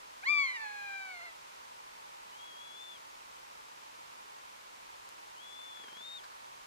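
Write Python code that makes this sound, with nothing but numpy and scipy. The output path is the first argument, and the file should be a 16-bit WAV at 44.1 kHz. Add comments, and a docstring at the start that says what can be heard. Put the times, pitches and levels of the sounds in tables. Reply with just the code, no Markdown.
"""Two buzzards at a feeding place in a snowy wood, on a spaced pair of microphones.
Over hiss and a distant rush, one gives a loud mew that leaps up and sinks through a register break;
the trunks ring faintly after it. A thin begging whistle follows from close by, then a faint whine on
the left and one dry snap. Late in a second whistle, wings flutter briefly and a beak starts to peck."""
import sys
import numpy as np
from scipy import signal
from scipy.fft import rfft, irfft
from scipy.io import wavfile
from scipy.ndimage import uniform_filter1d

SR = 44100
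rng = np.random.default_rng(int(sys.argv[2]) if len(sys.argv) > 2 else 0)


def generate_wav(signal):
    """Clip the signal to [-1, 1] and save it as 16-bit WAV at the path in sys.argv[1]."""
    frames = np.transpose(np.atleast_2d(signal))
    scaled = np.clip(frames, -1, 1) * 32767
    pcm = np.round(scaled).astype(np.int16)
    wavfile.write(sys.argv[1], SR, pcm)


N = 293706
TIME = np.arange(N) / SR


def undb(db):
    """Decibels to gain."""
    return 10 ** (np.asarray(db) / 20)


def curve(table):
    """A table of t/s and value, read sample by sample."""
    return np.interp(TIME, *np.transpose(table))


def at_pitch(table, hz):
    """Every column of a frequency table, read on a log axis."""
    points, *columns = np.transpose(table)
    return [np.interp(np.log(hz), np.log(points), column) for column in columns]


def noise(spectrum):
    """Noise of the given colour, rms 1."""
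    hz = np.maximum(np.arange(N // 2 + 1) * SR / N, 1)
    x = irfft(rfft(rng.standard_normal(N)) * undb(at_pitch(spectrum, hz)[0]), N)
    return x / x.std()


def walk(rate):
    """Smooth chance that changes about rate times a second, spread 1."""
    hz = np.arange(N // 2 + 1) * SR / N
    x = irfft(rfft(rng.standard_normal(N)) * np.exp(-.5 * (hz / rate) ** 2), N)
    return x / x.std()


def gate(start, end, attack, release):
    """Opens from start to end with straight fades, all in seconds."""
    return np.clip(np.minimum((TIME - start) / attack, (end - TIME) / release), 0, 1)


def burst(start, db, decay):
    """A sudden start that dies away."""
    return undb(db) * (TIME >= start) * np.exp(-np.abs(TIME - start) / decay)


def pan(db):
    """Microphone gains for a left-minus-right level, at constant power."""
    gains = undb(np.array([[.5], [-.5]]) * db)
    return gains / np.sqrt(np.mean(gains ** 2, axis=0))


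def partial(hz, gain, path):
    """One line of a voice; its balance and lag across the pair change with its frequency."""
    balance_db, lead = at_pitch(path, hz)
    phase = 2 * np.pi * np.cumsum(hz) / SR
    return np.sqrt(2) * gain * pan(balance_db) * np.sin(phase + np.array([[.5], [-.5]]) * lead)


# Spectrum of the hiss all round the pair: f/Hz, level/dB
HISS_SPECTRUM = [(15, -45), (25, -8.5), (79, -10), (113, -11), (297, -8.5), (368, -7.5), (410, -6),
                 (552, -6), (614, -6), (741, -5.5), (1020, -0.5), (1750, -3), (2420, -3), (6730, -9.5),
                 (15500, -22)]
# Spectrum of the rush in the distance: f/Hz, level/dB
RUSH_SPECTRUM = [(150, -36), (300, -17.5), (420, -15), (560, -7), (700, -12), (880, 1.5), (1050, -1.5),
                 (1300, -7.5), (1700, -13), (2400, -16.5), (3300, -23), (5000, -75)]

def background(hiss_db=-55, rush_db=-52.5, swell_db=.5):
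    """Even hiss, unrelated in the two microphones, and a far rush in opposite polarity across them."""
    hiss = undb(hiss_db) * np.array([noise(HISS_SPECTRUM), noise(HISS_SPECTRUM)])
    rush = undb(rush_db + swell_db * walk(2)) * noise(RUSH_SPECTRUM)
    return hiss + rush * pan(-1.57) * np.array([[1], [-1]])


def whine(hz=6591, db=-81):
    """A faint, steady tone for about a second, mostly in the left microphone."""
    return undb(db) * gate(3.25, 4.3, .05, .05) * np.sin(2 * np.pi * hz * TIME) * pan(12)


def wood_echo(calls, send_db=-17.5, t60_s=1.25, build_s=.06, damp_hz=3500):
    """Trunks scatter the calls into a thin, dull tail that differs at each microphone."""
    t = TIME[:2 * SR]
    arrival = np.clip(t / build_s, 0, 1) ** 2
    echoes = rng.standard_normal((2, len(t))) * undb(-60 * t / t60_s) * arrival
    echoes /= np.sqrt(np.sum(echoes ** 2, axis=1, keepdims=True))
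    echoes = signal.sosfilt(signal.butter(1, damp_hz, fs=SR, output="sos"), echoes)
    return undb(send_db) * signal.fftconvolve(calls[:1], echoes, axes=1)[:, :N]


# Pecks and tugs at the food: t/s, level/dB, decay/s
PECK_BLOWS = [(5.772, -54, 0.007), (6.236, -45.5, 0.011), (6.319, -51, 0.0069), (6.61, -66, .03)]
# Spectrum of a peck, also the body of the snap: f/Hz, level/dB
PECK_SPECTRUM = [(150, -27), (450, -8.5), (1000, -1), (1650, 4.5), (2700, -19), (4700, -4), (6000, -22),
                 (12000, -27)]

def pecks(grain_db=3):
    """Short, grainy rustles of a beak at work on the food."""
    blows = sum(burst(*row) for row in PECK_BLOWS) * undb(grain_db * walk(400))
    return blows * np.array([noise(PECK_SPECTRUM), noise(PECK_SPECTRUM)])


# One dry snap: t/s, level/dB, decay/s
SNAP_TICK = [(5.0903, -35, 0.00029)]
# Spectrum of its tick: f/Hz, level/dB
TICK_SPECTRUM = [(500, -3), (2000, -3), (4000, -5), (6200, -3), (10000, -4), (15000, -17)]

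def snap(body_db=-17, body_decay_s=.002):
    """A bright tick with a brief dull body, near the centre of the pair."""
    start, db, decay = SNAP_TICK[0]
    tick = burst(start, db, decay) * noise(TICK_SPECTRUM)
    body = burst(start, db + body_db, body_decay_s) * noise(PECK_SPECTRUM)
    return pan(-1) * (tick + body)


# Wing strokes at the feeding place: t/s, level/dB
WING_STROKES = [(5.798, -57), (5.842, -50.5), (5.885, -51.5), (5.927, -53), (5.971, -51), (6.011, -52.5)]
# Spectrum of the air they push: f/Hz, level/dB
WING_SPECTRUM = [(70, -15), (200, -4), (380, 1), (700, -9), (1500, -0.5), (2300, -5.5), (5000, -11),
                 (10000, -34)]

def flutter(stroke_s=.0037, spread=.74):
    """Each wing stroke pushes a short, soft puff of air, partly alike in both microphones."""
    puffs = sum(undb(db) * np.exp(-.5 * ((TIME - s) / stroke_s) ** 2) for s, db in WING_STROKES)
    shared = noise(WING_SPECTRUM)
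    separate = np.array([noise(WING_SPECTRUM), noise(WING_SPECTRUM)])
    return puffs * (shared + spread * separate) / np.hypot(1, spread)


# Catches in the mew and the whistles: t/s, level change/dB, half length/s
VOICE_CRACKS = [(0.358, -1, 0.012), (0.525, -4, 0.0079), (0.566, 7, 0.0064), (0.596, -3.5, .009),
                (0.64, 2.5, 0.022), (0.79, -2, 0.057), (2.372, -8, .012), (2.548, -3, .015),
                (2.72, -1, .012), (5.864, -3, 0.013)]

def cracks():
    """The voice catches or cracks in mid-call: brief dips and accents, in dB."""
    return sum(db * np.exp(-.5 * ((TIME - s) / width) ** 2) for s, db, width in VOICE_CRACKS)


# Pitch of the begging whistles, one table each: t/s, f/Hz
WHISTLE_PITCHES = [
    [(2.31, 2785), (2.326, 2932), (2.344, 3009), (2.37, 3203), (2.46, 3359), (2.556, 3257), (2.64, 3384),
     (2.726, 3360), (2.826, 3545), (2.934, 3450), (2.958, 3291), (2.98, 2849)],
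    [(5.355, 2717), (5.373, 2950), (5.423, 3366), (5.627, 3507), (5.819, 3400), (5.865, 3214),
     (5.921, 3120), (6.051, 3650), (6.169, 3718), (6.189, 3478), (6.195, 3281), (6.207, 2838)],
]
# Path from the nearby bird to the pair: f/Hz, left minus right/dB, left lead/rad
WHISTLE_TO_MICS = [(3000, 8, -1.9), (3360, 13, -1.35), (3720, 7.1, -0.91), (7000, 2, 0)]

def whistle(pitch, base_db=-54.5, base_hz=3390, db_per_octave=41, swell_db_per_s=2, jitter=.0025,
            strain_hz=3650, side_hz=590):
    """A close, nearly pure tone that grows louder as it is pushed higher and swells as it goes on."""
    start, end = pitch[0][0], pitch[-1][0]
    hz = uniform_filter1d(curve(pitch), size=500) * (1 + jitter * walk(106))
    db = base_db + db_per_octave * np.log2(hz / base_hz) + swell_db_per_s * (TIME - start) + cracks()
    shimmer_db = .75 * walk(40)
    gain = undb(db + shimmer_db) * gate(start, end, attack=.006, release=.006)
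    # at the highest pitch a second vibration adds a side tone to the note and its weak octave
    strain = np.clip(1 + (hz - strain_hz) / 350, 0, 1)
    lines = [(hz, 1), (2 * hz, undb(-22)), (hz + side_hz, strain * undb(-21))]
    return sum(partial(f, gain * share, WHISTLE_TO_MICS) for f, share in lines)


# Pitch of the mew: t/s, f/Hz
MEW_PITCH = [(0.218, 600.5), (0.264, 1036), (0.294, 1167), (0.324, 1189), (0.398, 1143), (0.454, 1087),
             (0.488, 1028), (0.52, 1016), (0.56, 963.6), (0.576, 906), (0.672, 842), (1.032, 775),
             (1.11, 747), (1.21, 677), (1.244, 714), (1.278, 673.0), (1.316, 658), (1.338, 635)]
# Windpipe, throat and open beak, colouring every harmonic: f/Hz, level/dB
THROAT_RESPONSE = [(650, -9), (850, 1.5), (1000, -11.5), (1200, -10.5), (1400, -8), (1580, 5), (1750, 2),
                   (2100, 2), (2380, 3), (2520, -8.5), (3100, -15), (3600, -20.5), (4200, -10),
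                   (4600, -15.5), (4780, -20), (5200, -36), (5900, -26), (6700, -24), (7200, -37),
                   (8400, -40), (9500, -55)]
# Path from the mewing bird to the pair: f/Hz, left minus right/dB, left lead/rad
MEW_TO_MICS = [(660, -8.5, 0.58), (844, -7.5, 3.4), (1160, 9, 1.64), (1570, -1, 1.7), (1970, -3, 2.3),
               (2030, -2.5, 3.8), (2235, 4, 5.34), (2316, 4.5, 4.4), (2480, 25, 9), (3470, -9, 7.2),
               (4000, 5, 7.6), (4680, 4.5, 8.9), (5860, 5, 9.13), (8900, 10, 13.4)]

def mew(top_db=-29.5, top_hz=1186, db_per_octave=14.5, full_hz=1136, broken_hz=927, break_db=-11.5):
    """A harmonic cry, loud and clean at the top, that sinks into a weaker register and frays."""
    hz = uniform_filter1d(curve(MEW_PITCH), size=300)
    broken = np.clip((full_hz - hz) / (full_hz - broken_hz), 0, 1)
    db = top_db + db_per_octave * np.log2(hz / top_hz) + break_db * broken + cracks()
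    jitter = curve([(.42, .0023), (.57, .0039), (1.05, .0039), (1.25, .0096)])  # t/s, share of pitch
    waver = 1 + jitter * walk(108)
    voice = 0
    for harmonic in range(1, 9):
        flicker_db = 1.03 * walk(27)
        gain = undb(at_pitch(THROAT_RESPONSE, harmonic * hz)[0] + flicker_db)
        voice += partial(harmonic * hz * waver, gain, MEW_TO_MICS)
    # turbulent air shakes the membranes, rasping most between the two registers
    rasp = undb(-33) + .1 * np.sin(np.pi * broken ** 2)
    tremble = undb(-.5 * walk(50)) * (1 + rasp * walk(450))
    envelope = undb(db) * gate(MEW_PITCH[0][0], MEW_PITCH[-1][0], attack=.02, release=.05)
    return voice * tremble * envelope


def scene(whistle_send_db=-11):
    """The feeding place at the pair: calls, their echo, small movements and the background."""
    cry = mew()
    whistles = sum(whistle(pitch) for pitch in WHISTLE_PITCHES)
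    # the thin whistles come from close by and hardly wake the wood
    echo = wood_echo(cry + undb(whistle_send_db) * whistles)
    return cry + whistles + echo + flutter() + pecks() + snap() + whine() + background()


def record(dry, top_hz=15480):
    """The recorder cuts the top of both channels steeply."""
    return signal.sosfilt(signal.ellip(10, .1, 70, top_hz, fs=SR, output="sos"), dry)


dry = scene()
out = record(dry)
generate_wav(out)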